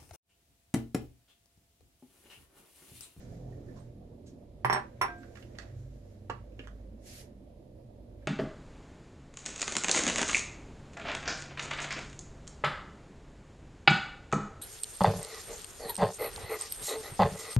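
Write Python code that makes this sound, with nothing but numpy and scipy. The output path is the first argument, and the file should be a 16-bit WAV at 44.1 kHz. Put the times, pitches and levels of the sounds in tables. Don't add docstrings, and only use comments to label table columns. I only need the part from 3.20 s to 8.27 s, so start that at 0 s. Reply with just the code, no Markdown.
import sys
import numpy as np
from scipy import signal
from scipy.io import wavfile

SR = 44100
rng = np.random.default_rng(int(sys.argv[2]) if len(sys.argv) > 2 else 0)


def gain_from_decibels(decibels):
    exponent = np.asarray(decibels, float) / 20
    return 10 ** exponent


def digitize_waveform(pressure):
    field = np.atleast_2d(pressure).T
    bounded = np.clip(field, -1, 1)
    quanta = np.round(bounded * 32767).astype(np.int16)
    wavfile.write(sys.argv[1], SR, quanta)


N = 223656

# time in seconds, level in dB.
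TRAFFIC = [(0, -50), (.5, -48.5), (.75, -52.5), (1.3, -54), (2.0, -51), (2.4, -51), (2.65, -55),
           (3.5, -53.5), (4.5, -54.5), (5.07, -51.5)]
# frequency in Hz, level in dB per Hz.
RUMBLE_COLOUR = [(12, -46), (20, -10.5), (49, -4.5), (75, -4), (115, -3.5), (178, -21), (201, -11.5),
                 (256, -6.5), (295, -18), (345, -7), (383, -17), (582, -13), (705, -22.5), (826, -29.5),
                 (1300, -64), (1690, -76), (2860, -120)]
HISS_COLOUR = [(530, -38), (900, -2), (1370, -12), (1840, -4), (1990, -5), (4300, -5.5), (5970, -11.5),
               (12600, -5), (13500, -16)]
HISS_DB = -80
# frequency in Hz, likeness (1 is identical).
LIKENESS = [(60, 0.98), (150, 0.84), (370, 0.89), (900, -0.74), (2220, 0.081), (5480, -0.28), (13500, -1.1)]
# frequency in Hz, left minus right in dB.
LEAN = [(60, -3.5), (180, -1), (520, -8.5), (1550, -0.5), (4580, -3.5), (13500, 0)]
HUM_HZ = [51.86, 98.7, 122.7]
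# middle in seconds, length in seconds, level in dB.
HUM_SWELLS = [
    [(.27, .4, -50), (1.0, .2, -62), (1.38, .15, -57), (1.85, .3, -57), (2.4, .17, -50), (2.7, .25, -47),
     (3.3, .4, -49), (3.65, .3, -47), (4.25, .6, -57), (5.0, .4, -52)],
    [(.35, .35, -53), (1.0, .2, -68), (2.57, .2, -44), (3.05, .35, -49), (3.4, .15, -52), (4.97, .15, -53)],
    [(.42, .5, -47), (1.0, .25, -62), (1.82, .15, -48), (2.28, .15, -49), (2.62, .22, -44),
     (3.15, .15, -49), (4.0, .3, -57), (4.6, .3, -55)],
]
# frequency in Hz, width in Hz, level in dB.
FRIDGE_TONES = [(201.1, 24, -66.5), (254.4, 10, -70), (571, 4.7, -80)]
# seconds into the turn, level in dB.
PUMP_KNOCKS = [(.015, -61), (.027, -60), (.054, -56), (.076, -61)]
# frequency in Hz, level in dB, 60 dB decay in seconds, left minus right in dB.
PUMP_CASING = [(95, 3.0, .12, -2.5), (215, 1.5, .12, -.6), (510, -6, .07, -5), (580, 1.5, .06, -8)]
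PUMP_TURNS_PER_S, PUMP_SOFT_HZ = 10.36, 720
# time in seconds, firing frequency in Hz, level in dB.
ENGINE = [(0, 41.84, -53), (.3, 41.45, -48.5), (.6, 40.71, -55.5), (.9, 39.15, -55), (1.2, 38.64, -55),
          (1.5, 38, -71)]
# multiple of the firing frequency, level in dB.
ENGINE_ORDERS = [(3, 0), (4, -3), (5, -6), (6, -8), (7, -8), (8, -14), (9, -12), (10, -12), (12, -13)]
# peak in seconds, level in dB, crackly top relative to the body in dB.
RUSTLES = [(0, -69, 4), (.15, -79, 6), (.33, -79, 3), (.5, -79, 3), (.59, -77, 3), (1.1, -97, 17),
           (1.58, -68, -2), (1.87, -66, -6), (2.03, -76, 3), (2.2, -74, 7), (2.42, -66, -4), (2.6, -83, 8),
           (2.75, -85, 7), (2.92, -80, 4), (3.17, -75, -5), (3.43, -75, 0), (3.6, -82, -3), (3.96, -70, -7),
           (5.06, -75, -8)]
RUSTLE_RISE, RUSTLE_FALL, RUSTLE_REST_DB = 130, 95, -95
# full pressure from and until in seconds, level in dB, rise and fall in dB per second.
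WIPE = (3.872, 4.012, -50.5, 380, 320)
# frequency in Hz, level in dB per Hz.
WIPE_COLOUR = [(650, -38), (1100, -15), (1780, -12), (1880, -3), (4070, -6.5), (4860, -2.5), (11900, -1),
               (13400, 2)]
# start in
# seconds, peak in dB, body frequency in Hz, top relative to the peak in dB, contact length in seconds.
TOUCHES = [(2.0313, -44, 1680, -27, .0019), (2.1535, -46.5, 2085, -11, .0023),
           (2.171, -44.5, 2110, -14.5, .0016), (2.2247, -46.5, 2780, -19, .0015),
           (2.3495, -55.5, 2260, -17, .0031), (2.385, -35, 1960, -4.5, .0016), (2.419, -49.5, 1700, -9, .0027),
           (2.485, -59, 2010, -16, .002), (3.321, -61, 2660, -22, .0014), (3.3907, -40, 2350, -36, .0028),
           (3.436, -52, 1950, -17, .006), (3.4727, -37.5, 2100, -22, .0003), (5.022, -60, 1843, -21, .0042),
           (0.556, -59, 1080, -7, .014),
    (1.059, -55.5, 6800, -7.5, .013),
    (3.097, -24, 1010, -24, .0028),
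]
# time in seconds, left minus right in dB.
HAND_SIDE = [(.6, -13), (1.1, -3), (2.2, -11.5), (3.1, -8), (5, -4)]
# start in seconds, frequency in Hz, level in dB, 60 dB decay in seconds.
TICKS = [
    (.325, 1850, -62, 0.072),
    (0.486, 1760, -59, 0.068),
    (.6, 8450, -61.5, 0.13),
    (1.984, 7800, -63, .03),
]
# start in seconds, peak in dB.
SPATULA_THUDS = [
    (3.099, -32.5),
    (3.393, -36.5),
]
# frequency in Hz, level in dB, 60 dB decay in seconds.
PLASTIC = [(263, -2, 0.0983), (453, 0.5, 0.066), (578, -9, 0.1), (1700, -2, 0.03), (2850, 4, 0.022)]
# frequency in Hz, 60 dB decay in seconds.
KITCHEN_T60 = [(150, 0.3), (600, 0.24), (1500, 0.24), (4000, 0.24), (10000, 0.0746)]
# frequency in Hz, level in dB.
KITCHEN_COLOUR = [(400, 0.0), (600, -3.5), (850, -2.5), (1200, 2.5), (2200, 0.0), (3400, -1.0), (6000, 1.0)]
# time in seconds, knock level in dB, knock frequency in Hz.
BOUNCES = [(1.4465, -12.5, 950), (1.4975, -12, 960), (1.5265, -15, 940), (1.547, -18.5, 940),
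           (1.560, -18.5, 900), (1.5745, -24, 800), (1.8125, -15, 1070), (1.8155, -16, 1100),
           (1.821, -21, 1050), (1.830, -23, 1000), (1.8415, -23, 930), (1.849, -25, 930)]
# multiple of the knock frequency, level in dB.
COUNTER = [(.45, -13.5), (.7, -16.5), (1, 2.5), (1.3, -7), (1.65, -6), (2.0, 0), (2.5, -8), (3.3, -7)]
COUNTER_CYCLES = 8
# time in seconds, left minus right in dB.
BOWL_SIDE = [(1.5, -8), (1.8, -5.5)]
SLAP_S, SLAP_DB = 0.0051, -5
# time in seconds, peak in dB.
THUMPS = [
    (1.446, -22),
    (1.496, -31.5),
    (1.524, -34),
    (1.812, -54),
]
# frequency in Hz, level in dB, 60 dB decay in seconds.
CABINET = [(127.4, -2, .35), (215, -19, 0.75), (334, -10, 0.1984), (521.6, -10, 0.1)]
# time in seconds, crack level in dB, then low, middle and top family in dB.
CLINKS = [
    (1.448, -35, -50, -56, -40),
    (1.4986, -35.5, -41, -66, -46.5),
    (1.528, -30.5, -34.5, -36, -42),
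    (1.815, -30.5, -36, -53, -33.5),
    (1.820, -40, -48.5, -52.5, -46.5),
]
# frequency in Hz, level in dB, 60 dB decay in seconds.
GLASS = [
    [(4830, -22, .05), (5552, -1, .165), (5615, -5, .13), (5800, -9, .04), (6900, -18, .03)],
    [(7550, -16, .1), (8430, 0, .15), (8520, -4, .18)],
    [(9420, -10, .16), (9800, -5, .1), (10000, -1, .14), (11200, -3, .1), (12040, -6, .08),
     (12370, -10, .1)],
]
# frequency in Hz, level in dB, 60 dB decay in seconds.
RIM = [(340, -52, 1.4), (708, -44, .6), (1585, -39, .4)]
RELEASE_S = 1.882
LEFT_LAG = 6
STEP_HZ, STEP_DB, CUTOFF_HZ = 7750, -5, 13200


def rms_one(x):
    return x / np.sqrt(np.mean(x ** 2) + 1e-20)


def in_time(rows):
    s, *columns = np.transpose(rows)
    return [np.interp(np.arange(N) / SR, s, column) for column in columns]


def at_hz(points, hz):
    known_hz, values = np.transpose(points)
    return np.interp(np.log(hz), np.log(known_hz), values)


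def pan(db):
    return gain_from_decibels(np.multiply.outer([.5, -.5], db))


def drift(rate):
    r = np.exp(-80 * np.pi * rate / SR)
    slow = signal.lfilter([1], [1, -2 * r, r * r], rng.standard_normal(N // 40 + 2002))[2000:]
    return np.interp(np.arange(N) / 40, np.arange(len(slow)), rms_one(slow - slow.mean()))


def swell(start, end, db, rise, fall):
    t = np.arange(N) / SR
    early, late = np.clip(start - t, 0, 9), np.clip(t - end, 0, 9)
    return gain_from_decibels(db - rise * early - fall * late)


def ring(x, hz, t60):
    r, w = gain_from_decibels(-60 / (t60 * SR)), 2 * np.pi * hz / SR
    return signal.lfilter([0, np.sin(w)], [1, -2 * r * np.cos(w), r * r], x + 1e-18)


def strike(times, gains, modes, spread_db):
    at, out = np.round(np.asarray(times) * SR).astype(int), np.zeros((2, N))
    luck = rng.standard_normal((len(at), len(modes), 3))
    for k, (hz, db, t60) in enumerate(modes):
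        uneven_db = spread_db * (luck[:, k, 0] + .7 * luck[:, k, 1:].T)
        clicks = np.zeros((2, N))
        clicks[:, at] = gains * gain_from_decibels(db + uneven_db) * (-1) ** k
        out += ring(clicks, hz, t60)
    return out


def coloured(spectrum, patchy_db):
    first, last = spectrum[0][0], min(spectrum[-1][0], 14000)
    edges = np.geomspace(first, last, round(3 * np.log2(last / first)) + 1)
    out, white = 0, rng.standard_normal((2, 2, N))
    for k, (low, high) in enumerate(zip(edges, edges[1:])):
        band = signal.butter(2, [low, high], "band", fs=SR, output="sos")
        mid, side = signal.sosfilt(band, white[k % 2])
        hz = np.sqrt(low * high)
        alike = np.clip(at_hz(LIKENESS, hz), 0, 1)
        gain = gain_from_decibels(at_hz(spectrum, hz) + patchy_db * drift(9)) * pan(at_hz(LEAN, hz))[:, None]
        out = out + gain * (np.sqrt(1 + alike) * mid + np.sqrt(1 - alike) * side * [[1], [-1]])
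    return rms_one(out)


def traffic_and_hiss():
    rumble = gain_from_decibels(in_time(TRAFFIC)[0]) * coloured(RUMBLE_COLOUR, patchy_db=3.0)
    return rumble + gain_from_decibels(HISS_DB + 5) * coloured(HISS_COLOUR, patchy_db=.7)


def building_hum():
    t, out = np.arange(N) / SR, 0
    for hz, rows in zip(HUM_HZ, HUM_SWELLS):
        turn = 2 * np.pi * np.cumsum(hz * (1 + 0.036 * drift(6))) / SR
        tone = np.sqrt(2) * gain_from_decibels(0.92 * drift(10)) * np.sin(turn) * pan(-2.0)[:, None]
        gain = sum(gain_from_decibels(db - np.minimum(24 * ((t - s) / length) ** 2, 200)) for s, length, db in rows)
        out = out + gain_from_decibels(-1.8) * gain * tone
    return out


def fridge_tones():
    out = 0
    for hz, width_hz, db in FRIDGE_TONES:
        noise = rng.standard_normal(N) + 0.25 * rng.standard_normal((2, N))
        t60 = np.log(1000) / (np.pi * width_hz)
        out = out + gain_from_decibels(db) * rms_one(ring(ring(noise, hz, t60), hz, t60))
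    return out


def fridge_pump():
    turns = np.arange(-2, N / SR * PUMP_TURNS_PER_S) / PUMP_TURNS_PER_S
    s, db = np.transpose(PUMP_KNOCKS)
    at = ((turns[:, None] + s + 1) * SR).astype(int)
    clicks = np.zeros(N + 2 * SR)
    clicks[at] = gain_from_decibels(db + 1.5 * rng.standard_normal(at.shape))
    clicks = signal.sosfilt(signal.butter(6, PUMP_SOFT_HZ, fs=SR, output="sos"), clicks + 1e-18)
    out = 0
    for hz, level_db, t60, side_db in PUMP_CASING:
        out = out + gain_from_decibels(level_db) * pan(side_db)[:, None] * ring(clicks, hz, t60)[SR:SR + N]
    return out


def engine():
    hz, db = in_time(ENGINE)
    turn = 2 * np.pi * np.cumsum(hz * (1 + 0.0048 * drift(3.7))) / SR
    orders = sum(gain_from_decibels(level + 2.5 * drift(4)) * np.sin(k * turn + k * k) for k, level in ENGINE_ORDERS)
    return gain_from_decibels(db) * orders * pan(-1.71)[:, None]


def glove_rustle():
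    moves = [swell(s, s, db, RUSTLE_RISE, RUSTLE_FALL) for s, db, _ in RUSTLES]
    body = gain_from_decibels(RUSTLE_REST_DB) + sum(moves)
    top = gain_from_decibels(RUSTLE_REST_DB + 3.0) + sum(gain_from_decibels(row[2]) * move for move, row in zip(moves, RUSTLES))
    body_noise = coloured([(900, -0.5), (1800, 5.5), (2800, -4), (4000, -6)], patchy_db=.7)
    top_noise = coloured([(3080, -9.5), (5000, -4.5), (7500, -3.5), (9500, -11), (13900, -2.5)], patchy_db=.7)
    return gain_from_decibels(2.5) * body * body_noise + gain_from_decibels(0.6) * top * top_noise


def spatula_wipe():
    return swell(*WIPE) * coloured(WIPE_COLOUR, patchy_db=1.3)


def touches():
    out, t = np.zeros((2, N)), np.arange(SR // 8) / SR
    top = signal.butter(2, [3000, 7600], "band", fs=SR, output="sos")
    for s, db, hz, top_db, length in TOUCHES:
        rough = rng.standard_normal((2, len(t))) * t * np.exp(-t / max(length, 2e-4))
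        body = ring(rough[0], hz, 7 / hz) + .45 * ring(rough[0], 1.3 * hz, 4 / hz)
        scratch = signal.sosfilt(top, rough[1])
        touch = body / np.abs(body).max() + gain_from_decibels(top_db + 2.5) * scratch / np.abs(scratch).max()
        sides = pan(np.interp(s, *np.transpose(HAND_SIDE)))[:, None]
        at = round(s * SR)
        out[:, at:at + len(t)] += (gain_from_decibels(db) * sides * touch)[:, :N - at]
    for s, *mode in TICKS:
        out += strike([s], pan([-8.0]), [mode], spread_db=0)
    s, db = np.transpose(SPATULA_THUDS)
    return out + strike(s, gain_from_decibels(db - 7.5) * pan(0 * s - 3), PLASTIC, spread_db=0.5)


def kitchen(x):
    t, tail = np.arange(SR // 2) / SR, 0
    for low in 90 * 2 ** np.arange(0, 7.1, .5):
        band = signal.butter(2, [low, low * np.sqrt(2)], "band", fs=SR, output="sos")
        mid, side = signal.sosfilt(band, rng.standard_normal((2, len(t))))
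        pair = mid + np.clip(low / 500, 0, 1) * side * [[1], [-1]]
        tail = tail + pair * gain_from_decibels(at_hz(KITCHEN_COLOUR, low * 2 ** .25) - 60 * t / at_hz(KITCHEN_T60, low))
    tail = tail * np.clip((t - .002) / .003, 0, 1) * (1 + 1.2 * np.exp(-t / .012))
    return signal.fftconvolve(x, tail / np.sqrt(np.sum(tail ** 2) / 2), axes=1)[:, :N]


def cabinet_boom():
    s, db = np.transpose(THUMPS)
    boom = strike(s + .003, gain_from_decibels(db - 4.5) * pan(0 * s - 3), CABINET, spread_db=-3.5)
    return signal.lfilter([.08], [1, -.92], boom)


def counter_knocks():
    out = np.zeros((2, N))
    push = np.pad(np.hanning(18), (0, 2000))
    for s, db, hz in BOUNCES:
        modes = []
        for k, level_db in COUNTER:
            t60 = COUNTER_CYCLES / (k * hz)
            modes.append(gain_from_decibels(level_db) * k * ring(ring(push, k * hz, t60), k * hz, t60))
        body = sum(modes[::2]) - sum(modes[1::2])
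        at = round(s * SR)
        out[:, at:at + len(body)] -= gain_from_decibels(db) * body / np.abs(body).max()
    out *= pan(in_time(BOWL_SIDE)[0])
    lag = round(SLAP_S * SR)
    out[:, lag:] += gain_from_decibels(SLAP_DB) * out[::-1, :-lag]
    return out


def glass_bowl():
    s, crack_db, *families_db = np.transpose(CLINKS)
    gains = gain_from_decibels(np.array(families_db))
    wall = sum(strike(s, gain, modes, spread_db=1.5) for gain, modes in zip(gains, GLASS))
    crack_colour = [(4000, -1.5), (6500, -9), (12500, -3)]
    grit = [(hz, at_hz(crack_colour, hz), .006) for hz in np.geomspace(3000, 12500, 9)]
    crack = strike(s, gain_from_decibels(crack_db), grit, spread_db=2.5)
    rim = strike([RELEASE_S], 1, RIM, spread_db=0)
    return np.array([crack, wall + rim]) * pan(.5 * in_time(BOWL_SIDE)[0])


def scene():
    background = traffic_and_hiss() + building_hum() + fridge_tones() + fridge_pump() + engine()
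    hand, knock, (crack, ringing) = touches(), counter_knocks(), glass_bowl()
    room = kitchen(gain_from_decibels(-3) * knock + gain_from_decibels(-3) * crack + gain_from_decibels(-14) * ringing + gain_from_decibels(-4) * hand)
    near = knock + cabinet_boom() + crack + ringing + hand
    near[0] = np.roll(near[0], LEFT_LAG)
    return background + glove_rustle() + spatula_wipe() + near + room


def top_cut(x):
    return signal.sosfilt(signal.butter(12, 14130, fs=SR, output="sos"), x)


def record(dry):
    upper = signal.sosfiltfilt(signal.butter(8, STEP_HZ, "high", fs=SR, output="sos"), dry)
    stepped = dry - (1 - gain_from_decibels(STEP_DB)) * upper
    mix = signal.sosfilt(signal.cheby2(10, 60, CUTOFF_HZ + 1100, fs=SR, output="sos"), stepped)
    return top_cut(mix)


dry = scene()
out = record(dry)
digitize_waveform(out)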